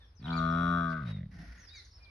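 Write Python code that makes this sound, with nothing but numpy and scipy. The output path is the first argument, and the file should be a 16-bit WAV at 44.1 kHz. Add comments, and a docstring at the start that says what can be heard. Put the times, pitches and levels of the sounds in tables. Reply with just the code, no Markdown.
"""A water buffalo gives one long grunt in a dry yard. Its vocal folds are the source, nose and mouth
the filter: a nasal hum, brightened while the mouth is open, sags into slow separate pulses.
Turbulent air hisses in its nostrils as it puffs and inhales. Small birds chirp in gliding tones
that scatter among the trees, over brief rustles of straw, a faint low rumble and a thin hiss."""
import sys
import numpy as np
from scipy import signal
from scipy.fft import rfft, irfft, next_fast_len
from scipy.io import wavfile
from scipy.ndimage import map_coordinates

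SR = 44100
rng = np.random.default_rng(int(sys.argv[2]) if len(sys.argv) > 2 else 0)


def bounce(signal):
    """Save signal as a 16-bit WAV file at the path given by the first command-line argument."""
    frames = np.transpose(np.atleast_2d(signal))
    limited = np.clip(frames, -1, 1)
    pcm = np.round(limited * 32767).astype(np.int16)
    wavfile.write(sys.argv[1], SR, pcm)


N = 92610


def amp(db):
    """Amplitude ratio of a level in decibels."""
    return 10 ** (np.asarray(db) / 20)


def unit(x):
    """Normalisation to rms 1."""
    return x / np.sqrt(np.mean(x ** 2) + 1e-20)


def along(points, hz):
    """Interpolation of (frequency [Hz], value) points on a logarithmic frequency axis."""
    freqs, values = np.transpose(points)
    return np.interp(np.log(hz + 1), np.log(freqs + 1), values)


def tint(points):
    """Magnitude response through (frequency [Hz], gain [dB]) points."""
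    return lambda hz: amp(along(points, hz))


def envelope(points):
    """Amplitude envelope through (time [s], level [dB]) points, silent outside them."""
    times, db = np.transpose(points)
    return amp(np.interp(np.arange(N) / SR, times, db, left=-140, right=-140))


def fade(start_s, end_s):
    """Linear ramp from 0 to 1."""
    return np.clip((np.arange(N) / SR - start_s) / (end_s - start_s), 0, 1)


def wobble(per_s):
    """Random modulation: a spline through per_s Gaussian values a second."""
    return map_coordinates(rng.standard_normal(int(N * per_s / SR) + 4), [np.arange(N) * per_s / SR])


def filtered(x, response):
    """Linear filtering: the spectrum is multiplied by a complex frequency response."""
    size = 2 * next_fast_len(N)
    return irfft(rfft(x, size) * response(np.fft.rfftfreq(size, 1 / SR)), size)[..., :N]


def minimum_phase(gain):
    """Causal response of a given magnitude, by folding the cepstrum onto positive time."""
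    cepstrum = irfft(np.log(np.maximum(gain, 1e-6)))
    half = len(cepstrum) // 2
    cepstrum[1:half] *= 2
    cepstrum[half + 1:] = 0
    return np.exp(rfft(cepstrum))


def steady(x):
    """Division by the running rms evens out the slow level of a pulse train."""
    window = np.hanning(2600)
    power = np.abs(signal.fftconvolve(x * x, window / window.sum(), "same"))
    return x / np.sqrt(power + .02 * power.mean())


def resonate(source, gain, lag_s=0):
    """Forced resonance: a passage rings with each pulse, after a delay and at an even level."""
    ringing = filtered(source, lambda hz: minimum_phase(gain(hz)) * np.exp(-2j * np.pi * hz * lag_s))
    return steady(ringing)


def noise(colour, coherence):
    """Coloured noise of rms 1; the mix of mid and side sets the coherence between the ears."""
    mid, side = filtered(rng.standard_normal((2, N)), tint(colour))
    angle = np.arccos(coherence) / 2
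    return unit(np.cos(angle) * mid + np.sin(angle) * np.array([side, -side]))


def background():
    """Ambient noise: a distant rumble, coherent at the ears, and a thin, mostly incoherent hiss."""
    # spectra of rumble and hiss (frequency [Hz], relative level [dB])
    rumble_colour = [(20, -37), (38, -16.5), (56, 6), (68, -9.5), (85, -4), (130, -27), (220, -32),
                     (500, -38.5), (1500, -90.5)]
    hiss_colour = [(150, -4.5), (400, 1), (900, 4), (1600, 1), (3000, -6.5), (4500, -4.5), (6000, -12.5),
                   (7500, -36.5), (9500, -16), (14000, -31.5)]
    # envelope of the hiss (time [s], level [dB])
    hiss_level = [(0, -69.5), (.18, -76), (1.92, -75), (1.98, -67.5), (2.11, -68.5)]
    rumble = amp(-53) * noise(rumble_colour, coherence=1)
    return rumble + noise(hiss_colour, coherence=.17) * envelope(hiss_level)


def scatter(x, decay):
    """Reverberation: scatter from trees and walls decays exponentially, differently at each ear."""
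    hz, t, spectra = signal.stft(rng.standard_normal((2, SR // 2)), SR, nperseg=256)
    t60_s = along(decay, hz)[:, None]
    tail = signal.istft(spectra * amp(-60 * t / t60_s), SR, nperseg=256)[1]
    wet = signal.fftconvolve(x, tail / np.linalg.norm(tail[0]), axes=1)[:, :N]
    return filtered(wet, lambda hz: hz ** 4 / (hz ** 4 + 400 ** 4))  # high-pass at 400 Hz


def straw():
    """Dry straw rustles: high-frequency noise under brief Gaussian envelopes."""
    # rustles (centre time [s], duration [s], peak level [dB])
    rustles = [(0.914, 0.05, -61.5), (1.812, 0.22, -64)]
    # their spectrum (frequency [Hz], relative level [dB])
    rustle_colour = [(2000, -52), (3500, 0.5), (4500, 7.5), (6200, -6.5), (7800, -30.5), (10000, -10.5),
                     (14000, -39)]
    t = np.arange(N) / SR
    swells = sum(amp(db) * np.exp(-(2 * (t - at) / length) ** 2) for at, length, db in rustles)
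    return noise(rustle_colour, coherence=.24) * swells


def bird_note(onset_s, length_s, start_hz, middle_hz, end_hz, db, side_db, octave_db=None):
    """Frequency modulation: a whistle glides through three pitches; harmonics make it reedy."""
    quaver_per_octave, harmonic_fall_db, lag_s_per_db = .026, 16.5, .00013
    progress = np.linspace(0, 1, int(length_s * SR))
    glide_hz = np.polyval(np.polyfit([0, .5, 1], [start_hz, middle_hz, end_hz], 2), progress)
    octaves = np.log2(glide_hz.max() / glide_hz.min())
    quaver = quaver_per_octave * octaves * wobble(per_s=300)[:len(progress)]
    phase = 2 * np.pi * np.cumsum(glide_hz * (1 + quaver)) / SR
    tone = np.sin(phase)
    if octave_db is not None:
        tone += sum(amp(octave_db - harmonic_fall_db * (k - 2)) * np.sin(k * phase) for k in (2, 3, 4))
    tone *= np.abs(np.sin(np.pi * progress)) ** .7
    out = np.zeros((2, N + SR))
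    for ear, ear_db in enumerate([side_db / 2, -side_db / 2]):
        start = max(0, int((onset_s - lag_s_per_db * ear_db) * SR))  # later at the far ear
        out[ear, start:start + len(tone)] += amp(db + ear_db) * tone
    return out[:, :N]


def birds():
    """Whistles and reedy calls from the trees, located by interaural level and delay."""
    # whistles (onset [s], duration [s], start pitch [Hz], middle pitch [Hz], end pitch [Hz],
    # level [dB], left minus right [dB])
    whistles = [(0.04, 0.092, 5900, 5260, 5290, -73.5, -2.5), (0.15, 0.078, 6450, 5060, 4050, -67, 9),
                (0.241, 0.03, 3720, 3730, 2670, -48, -1.5), (0.276, 0.014, 3100, 3195, 4200, -44.5, 2.5),
                (0.301, 0.01, 2900, 3630, 4900, -39, -1), (.324, 0.013, 3800, 3970, 4600, -43, -2),
                (.39, .11, 4100, 4150, 4050, -58, 0), (.495, .04, 5850, 5450, 4500, -63, 0),
                (1.049, .135, 3617, 3823, 3527, -55, 4), (1.572, 0.12, 6850, 5750, 4770, -61.5, 1),
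                (1.668, 0.039, 5200, 4810, 3740, -54.5, -10), (1.681, 0.13, 3430, 3857, 3420, -53.5, 4),
                (1.752, 0.05, 6700, 5700, 4750, -56.5, 0), (1.795, .014, 4900, 4400, 3640, -53, -5.5),
                (1.845, 0.023, 7000, 6070, 5100, -61.5, 1.5), (1.908, 0.024, 4300, 5600, 4400, -62, 0),
                (1.918, 0.078, 3800, 5400, 3700, -60, -1.5), (2.023, 0.041, 5400, 4620, 2900, -59.5, 5)]
    # calls of a lower-voiced bird (the same columns, second harmonic re fundamental [dB])
    reedy_calls = [(0, 0.06, 1900, 1750, 1540, -68, 2, 6), (0.319, .05, 2190, 2357, 2287, -53.5, -10, -4.5),
                   (0.364, .042, 2367, 2028, 1516, -60.5, -6.5, 15),
                   (1.727, .1, 2530, 2150, 1950, -57.5, -3.5, 3),
                   (1.995, 0.14, 2427, 2380, 2260, -62.5, -4, -17)]
    return sum(bird_note(*row) for row in whistles + reedy_calls)


def nostrils():
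    """Turbulence noise: the buffalo puffs, then draws air with a rasp and a low flutter."""
    # envelopes of the breath (time [s], level [dB])
    puff_level = [(.2, -72), (.27, -53), (.45, -58), (.95, -62), (1.04, -64), (1.1, -50), (1.13, -60.5),
                  (1.2, -68.5), (1.28, -99)]
    intake_level = [(1.302, -86), (1.314, -65), (1.43, -57), (1.55, -58.5), (1.7, -62.5), (1.82, -66.5),
                    (1.9, -75.5)]
    flutter_level = [(1.29, -63), (1.35, -52), (1.42, -45), (1.49, -57.5), (1.62, -68.5), (1.72, -90)]
    # spectra of the breath (frequency [Hz], relative level [dB])
    puff_colour = [(200, -33), (600, 2), (850, -4.5), (1300, -1.5), (1700, -2.5), (2350, -2), (3000, -10),
                   (3900, -9), (5500, -16.5), (7500, -38.5), (9500, -27), (12500, -40), (14000, -60)]
    intake_colour = [(400, -11), (900, -14), (1250, -11), (1480, 1), (1680, -3.5), (1880, 3), (2200, -7),
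                     (3000, -16), (4000, -16), (5500, -11), (6500, -22.5), (7600, -49), (10000, -24),
                     (12500, -35.5), (14000, -43)]
    flutter_colour = [(70, -23.5), (140, -7), (182, 2), (215, -12.5), (270, -12.5), (340, -27),
                      (520, -38.5), (690, -22.5), (900, -38), (1400, -69)]
    puff = noise(puff_colour, coherence=.22) * envelope(puff_level)
    intake = noise(intake_colour, coherence=.41) * envelope(intake_level)
    rasp = unit(amp(2.5 * wobble(per_s=110)))
    flutter = noise(flutter_colour, coherence=.98) * envelope(flutter_level)
    return (puff + intake) * rasp + flutter


def throat():
    """Glottal source: a pulse at each closure of the vocal folds, and air noise that swells with it."""
    # vibration of the folds (time [s], pulse rate [Hz])
    pitch = [(0.19, 48), (0.27, 83.4), (0.386, 81.34), (0.481, 81.7), (0.601, 84.79), (0.691, 85.78),
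             (0.735, 85.73), (0.788, 84.41), (0.92, 80.8), (0.992, 76.6), (1.042, 59.3), (1.089, 53.87),
             (1.16, 49.8), (1.302, 30.03)]
    jitter_s, shimmer_db = .000016, .55
    times, hz = np.transpose(pitch)
    t = np.arange(N) / SR
    cycles = np.cumsum(np.interp(t, times, hz, left=0, right=0)) / SR
    closures_s = np.interp(np.arange(int(cycles[-1]) + 1), cycles, t)
    chance = rng.standard_normal((len(closures_s), 2))
    centres = (closures_s + jitter_s * chance[:, 0])[:, None] * SR
    strengths = amp(shimmer_db * chance[:, 1:])
    taps = centres.astype(int) + np.arange(-7, 9)
    # a windowed sinc places each pulse between samples
    shape = np.sinc(taps - centres) * np.cos(np.pi * (taps - centres) / 16) ** 2
    pulses = np.bincount(taps.ravel(), (shape * strengths).ravel(), N)[:N]
    voiced = (t > times[0]) & (t < times[-1])
    air = rng.standard_normal(N) * np.exp(-(cycles % 1) / .6) * voiced
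    return unit(pulses), unit(air)


def vowel(formants):
    """Formant response: the mouth's resonances add in power within a steep-sided pass band."""
    low_hz, high_hz = 550, 1518

    def gain(hz):
        power = sum(amp(2 * db) / (1 + (1.91 * (hz - centre) / width) ** 2) ** 1.53
                    for centre, width, db in formants)
        band_loss = (1 + (low_hz / (hz + 1)) ** 8) * (1 + (hz / high_hz) ** 30)
        return np.sqrt(power / band_loss)
    return gain


def nasal_hum(pulses):
    """Nasal resonance passes the low harmonics, and turns duller as the mouth shuts."""
    # response of the nose, mouth open and mouth shut (frequency [Hz], relative gain [dB])
    open_colour = [(30, -67), (60, 4.5), (84, -7), (125, 11), (165, 5.5), (250, 0), (335, -16), (425, -18),
                   (510, -24.5), (700, -42.5), (1200, -67.5), (3000, -100)]
    shut_colour = [(25, -37.5), (50, -6), (100, 9.5), (150, 9), (195, 8), (250, -16), (330, -20),
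                   (600, -40.5), (2000, -104)]
    # envelope of the hum (time [s], level [dB])
    hum_level = [(.18, -63), (.215, -48.5), (.27, -38), (.31, -33.5), (.45, -31.5), (.72, -30.5), (.9, -35),
                 (1.0, -39.5), (1.07, -36), (1.22, -39.5), (1.265, -43.5), (1.32, -62)]
    shut = fade(.98, 1.09)
    open_hum = resonate(pulses, tint(open_colour), lag_s=.00546)
    shut_hum = resonate(pulses, tint(shut_colour), lag_s=.0029)
    return steady((1 - shut) * open_hum + shut * shut_hum) * envelope(hum_level)


def mouth(source, lag_s):
    """Cavity resonance follows shape: three vowels cross-fade as the mouth opens, holds and narrows."""
    # formants of each shape (frequency [Hz], width [Hz], relative gain [dB])
    opening = [(707, 65, 0), (961, 150, -6), (1223, 85, -5.5), (1472, 180, -2)]
    held = [(639.3, 66, 6.5), (940, 30, -26), (1128.3, 24, 10.5), (1223.4, 60, 14.5), (1377, 130, 7),
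            (1454, 54, 10.5)]
    narrowing = [(653, 25, 1.1), (1154, 32, 6.8), (1241, 38, 10.1), (1356, 44, 1), (1521, 91, 10.6)]
    # radiation from the open mouth (time [s], level [dB])
    mouth_level = [(.21, -84.5), (.255, -51), (.31, -41), (.41, -33.5), (.62, -33.5), (.75, -31.5),
                   (.87, -35), (.98, -40.5), (1.03, -48), (1.07, -56), (1.15, -79)]
    opened, narrowed = fade(.29, .4), fade(.71, .9)
    shapes = [(1 - opened, opening), (opened - narrowed, held), (narrowed, narrowing)]
    voice = sum(share * resonate(source, vowel(formants), lag_s) for share, formants in shapes)
    return steady(voice) * envelope(mouth_level)


def ears(hz):
    """Binaural transfer function: the voice reaches each ear with its own level and phase."""
    # interaural level (frequency [Hz], left minus right [dB])
    balance = [(330, -2.5), (480, -5), (650, 22.5), (900, 5.5), (1200, 11.5), (1450, 6), (1650, 3.5),
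               (2400, -14.5), (3400, 7.5), (4100, -2), (6000, -0.5)]
    # interaural phase (frequency [Hz], lead of the left ear [rad])
    lead = [(0, -6.5), (430, 3.5), (690, -4), (1030, 1.56), (2410, -0.78), (2930, 1.5), (3450, 1.48),
            (5000, -3.5), (6370, 4)]
    sides = np.array([[-1], [1]])
    gains = 2 / (1 + amp(sides * along(balance, hz)))
    return gains * np.exp(-.5j * sides * along(lead, hz))


def grunt():
    """Source and filter: throat pulses drive hum, vowel, treble buzz and, as the mouth shuts, creak."""
    # resonances of the buzz and of the creak's dry clicks (frequency [Hz], relative gain [dB])
    buzz_colour = [(900, -41), (1600, -3.5), (1820, 13.5), (2000, -4), (2200, 3.5), (2550, -5.5),
                   (3000, -8), (3420, 16), (3650, -6), (3850, 13), (4200, -25), (4450, -5.5), (4850, -36),
                   (5400, -14), (5750, -1.5), (6500, -41), (7800, -26.5), (9000, -9.5), (10500, -40.5),
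                   (12000, -26.5), (14000, -51.5)]
    creak_colour = [(300, -5), (620, 5), (900, -23.5), (1400, -15.5), (2000, 3), (2700, -27.5), (3700, -8),
                    (4600, -38.5), (5500, -31), (7000, -52.5)]
    # their envelopes (time [s], level [dB])
    buzz_level = [(.22, -65), (.29, -62.5), (.45, -54), (.6, -52), (.74, -51), (.86, -56.5), (1.0, -76.5),
                  (1.08, -102)]
    creak_level = [(.8, -64.5), (.93, -57), (1.03, -61), (1.12, -65), (1.238, -62.5), (1.265, -73),
                   (1.3, -101)]
    mouth_lag_s, waver_db = .001514, 1.2
    pulses, air = throat()
    voice = mouth(pulses + .07 * air, mouth_lag_s)
    waver = amp(waver_db * wobble(per_s=11))
    buzz = resonate(pulses + .24 * air, tint(buzz_colour), mouth_lag_s) * waver * envelope(buzz_level)
    creak = resonate(pulses + .5 * air, tint(creak_colour)) * envelope(creak_level)
    return nasal_hum(pulses) + filtered(voice + buzz + creak, ears)


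def scene():
    """Superposition of buffalo, birds, their reverberation and the quiet sounds of the yard."""
    # reverberation of the yard and of the trees (frequency [Hz], time to fall 60 dB [s])
    yard_decay = [(150, .3), (1200, 0.16), (4000, 0.047), (10000, 0.047)]
    tree_decay = [(1500, 0.41), (4200, 0.29), (6000, 0.39), (10000, 0.11)]
    buffalo, song = grunt() + nostrils(), birds()
    echoes = amp(-28) * scatter(buffalo, yard_decay) + amp(-6) * scatter(song, tree_decay)
    return buffalo + song + echoes + straw() + background()


def record(dry):
    """Band limiting: a steep low-pass removes the highest treble."""
    cutoff_hz = 13200
    return filtered(dry, lambda hz: 1 / np.sqrt(1 + (hz / cutoff_hz) ** 80))


dry = scene()
out = record(dry)
bounce(out)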